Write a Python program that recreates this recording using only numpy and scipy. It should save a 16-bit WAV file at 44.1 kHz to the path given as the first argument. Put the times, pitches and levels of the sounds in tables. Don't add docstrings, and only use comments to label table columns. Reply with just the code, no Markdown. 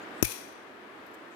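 import sys
import numpy as np
from scipy import signal
from scipy.fft import rfft, irfft
from scipy.io import wavfile

SR = 44100
rng = np.random.default_rng(int(sys.argv[2]) if len(sys.argv) > 2 else 0)


def store_pcm(level_fs):
    pcm = np.round(np.clip(level_fs, -1, 1) * 32767).astype(np.int16)
    wavfile.write(sys.argv[1], SR, np.atleast_2d(pcm).T)


N = 59535
TIME = np.arange(N) / SR
FREQS = np.maximum(np.arange(N // 2 + 1) * SR / N, 1)
SNAP_S, JOLT_RIGHT_DB, CUTOFF_HZ = 0.2256, -44, 15900

# frequency in Hz, width in Hz,
# relative level in dB straight to the microphone, relative level in dB into the barn.
TOOL_MODES = [(2463, 172, -3, 5), (3380, 270, -22, -1), (3990, 200, -13, -2.5), (4630, 410, -20, -3),
              (5650, 245, 3, 4.5), (6110, 220, 4, 2), (6600, 400, -4, -2), (7390, 200, -6, -15),
              (8820, 620, -10, 3), (10240, 330, -19, 4.5), (11020, 300, -5.5, 6), (11500, 400, 0.5, -1.5),
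              (12540, 401, -0.5, 3.5), (13660, 320, -5, -3), (14530, 450, 3, 4)]
# frequency in Hz, gain in dB.
RIGHT_SHADE = [(300, 1), (2400, -4.5), (4000, -7.5), (6300, -13), (7200, -31), (10000, -34), (12500, -26),
               (15000, -26)]


def from_db(db):
    return 10 ** (np.asarray(db) / 20)


def at_hz(points, hz=FREQS):
    table_hz, values = np.transpose(points)
    return np.interp(np.log(hz), np.log(table_hz), values)


def resonance(hz, width_hz):
    return 1 / (1 + 2 * ((FREQS - hz) / width_hz) ** 2)


def unit(colour):
    return colour / np.sqrt(np.mean(colour ** 2))


def envelope(start, attack, hold, t60):
    age = TIME - start
    return np.clip(age / attack, 0, 1) * from_db(-60 * np.maximum(age - attack - hold, 0) / t60)


def tool_colour(broadband, levels_db):
    peaks = [resonance(hz, width) for hz, width, _, _ in TOOL_MODES]
    power = sum((from_db(db) * peak) ** 2 for peak, db in zip(peaks, levels_db))
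    return unit(np.sqrt(power + from_db(at_hz(broadband)) ** 2) * (FREQS < CUTOFF_HZ))


def left_noise(colour, shade=RIGHT_SHADE):
    left, right = rfft(rng.standard_normal((2, N))) * colour
    return irfft(np.array([left, right * from_db(at_hz(shade))]), N)


def horn_crack():
    # frequency in Hz, relative level in dB.
    tear_spectrum = [(200, -13), (700, -8.5), (1500, -6.5), (2200, -11.5), (3500, -19.5), (8000, -13),
                     (12000, -4), (16000, -23)]
    # frequency in Hz, gain in dB.
    direct_shade = [(300, -26), (1200, -21), (2400, -14), (3500, 3), (5800, -25.5), (7200, -29),
                    (10000, -37), (15000, -34.5)]
    colour = tool_colour(tear_spectrum, [direct_db for _, _, direct_db, _ in TOOL_MODES])
    burst = envelope(SNAP_S, attack=0.00044, hold=0.0011, t60=0.025)
    return from_db(-11) * left_noise(colour, direct_shade) * burst


def jolt():
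    # frequency in Hz, level in dB,
    # seconds to fall 60 dB, delay after the crack in seconds.
    knock_modes = [(1500, -16, .003, 0.001604), (332.4, -6.5, 0.028, 0.00122), (215, -14.5, .022, 0.0013),
                   (110.8, -26.5, 0.15, 0.0082), (55, -19.5, .08, 0.0078)]
    knock = 0
    for hz, db, t60, delay in knock_modes:
        age = np.maximum(TIME - SNAP_S - delay, 0)
        knock += from_db(db - 60 * age / t60) * np.sin(2 * np.pi * hz * age)
    return np.array([knock, knock * from_db(JOLT_RIGHT_DB)])


def first_give():
    lead_s, width_s, bump_hz = 0.0027, 0.0012, 200
    t = TIME - SNAP_S + lead_s
    bump = from_db(-34) * np.cos(2 * np.pi * bump_hz * t) * np.exp(-0.5 * (t / width_s) ** 2)
    return np.array([bump, bump * from_db(JOLT_RIGHT_DB)])


def barn_echoes():
    # delay in seconds, level in dB before the bass cut,
    # seconds to fall 60 dB.
    reflections = [(0.0148, -31, .035), (.0205, -22.5, .04), (.0252, -25.5, 0.022), (.042, -33, .05),
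                   (0.093, -31, 0.036)]
    # frequency in Hz, relative level in dB.
    echo_spectrum = [(100, -32), (300, -2), (900, -8), (2000, -5.5), (3500, -7.5), (7500, -9), (12000, -17),
                     (16000, -19)]
    # frequency in Hz, seconds to fall 60 dB.
    decay_times = [(300, 1.8), (2400, 0.75), (5600, 0.81), (9000, 0.5), (15000, 0.37)]
    colour = tool_colour(echo_spectrum, [barn_db for _, _, _, barn_db in TOOL_MODES])
    slap_power = sum((from_db(db) * envelope(SNAP_S + delay, 0.0008, 0.0013, t60)) ** 2
                     for delay, db, t60 in reflections)
    bass_cut = 1 / np.sqrt(1 + (2040 / FREQS) ** 4)
    slaps = np.sqrt(slap_power) * left_noise(colour * bass_cut)
    ring = from_db(-32) * left_noise(unit(resonance(hz=2375, width_hz=69)))
    ring *= envelope(SNAP_S + 0.023, attack=0.0018, hold=0.0016, t60=0.075)
    diffuse = rfft(left_noise(colour))
    centres_hz = np.geomspace(250, 16000, 10)
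    tail = 0
    for hz, share in zip(centres_hz, np.eye(len(centres_hz))):
        band = irfft(diffuse * np.interp(FREQS, centres_hz, share), N)
        fade = envelope(SNAP_S + 0.013, attack=0.0068, hold=0.064, t60=at_hz(decay_times, hz))
        tail += from_db(-35) * band * fade
    return slaps + ring + tail


def handling():
    # start in seconds, level in dB, seconds to fall 60 dB.
    ticks = [(.483, -56, .02), (0.5236, -55, .02), (1.063, -53, .035), (1.08, -65, .03),
             (1.111, -61.5, .03), (1.136, -61, 0.036), (1.143, -54.5, 0.034)]
    # frequency in Hz, relative level in dB.
    tick_spectrum = [(2000, -16), (5000, -6), (8000, -13), (10000, -18), (11500, -1), (13000, 1),
                     (14500, -11.5), (16000, -18)]
    # middle and half length in seconds,
    # centre and width in Hz, level in dB.
    scuffs = [(0.028, 0.0092, 6960, 700, -59.5), (0.198, 0.033, 8200, 1500, -60.5),
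              (1.146, 0.0064, 7800, 1600, -59.5), (1.322, 0.011, 8100, 700, -69.5),
              (1.345, 0.019, 6800, 1500, -64.5)]
    pulses = sum(from_db(db) * envelope(start, 0.00073, 0.001, t60) for start, db, t60 in ticks)
    sound = pulses * left_noise(unit(from_db(at_hz(tick_spectrum))))
    for middle, half_length, hz, width, db in scuffs:
        swell = np.exp(-0.5 * ((TIME - middle) / half_length) ** 2)
        sound += from_db(db) * swell * left_noise(unit(resonance(hz, width)))
    return sound


def barn_rush():
    # frequency in Hz, relative level in dB.
    left_spectrum = [(25, -36), (60, -22), (110, -14), (165, -13), (215, -2), (335, 3.5), (480, -1),
                     (1000, -0.5), (1650, 0), (2400, -6), (4000, -15.5), (6300, -25.5), (8500, -28),
                     (10200, -30.5), (12500, -29.5), (15500, -37)]
    right_spectrum = [(25, -33), (60, -15.5), (110, -9), (165, -11), (215, -2.5), (335, 4.5), (520, -2.5),
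                      (1000, -4), (1650, -5.5), (2400, -13.5), (3600, -23.5), (5000, -36.5), (7000, -50),
                      (15500, -47)]
    # frequency in Hz, correlation.
    likeness = [(60, 0.75), (130, 1), (290, 0.84), (640, 0.51), (1410, -0.081), (3100, 0.0), (6820, 0.17),
                (15000, 0.05)]
    # time in seconds, gain in dB.
    drift = [(0, 4.5), (.2, 5), (.26, -1), (.45, 0), (.75, -0.9), (1.0, .5), (1.35, -0.5)]
    alike = np.clip(at_hz(likeness), -0.95, 0.95)
    mid, side = rfft(rng.standard_normal((2, N))) * np.sqrt([(1 + alike) / 2, (1 - alike) / 2])
    left = from_db(-47) * unit(from_db(at_hz(left_spectrum))) * (mid + side)
    right = from_db(-47.5) * unit(from_db(at_hz(right_spectrum))) * (mid - side)
    return irfft(np.array([left, right]), N) * from_db(np.interp(TIME, *np.transpose(drift)))


def scene():
    return horn_crack() + jolt() + first_give() + barn_echoes() + handling() + barn_rush()


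def record(dry):
    low_cut = signal.butter(2, 54, "high", fs=SR, output="sos")
    high_cut = signal.ellip(12, 0.1, 80, CUTOFF_HZ, fs=SR, output="sos")
    clipped = np.clip(signal.sosfilt(low_cut, dry), -0.9, 0.9)
    return signal.sosfilt(high_cut, clipped)


dry = scene()
out = record(dry)
store_pcm(out)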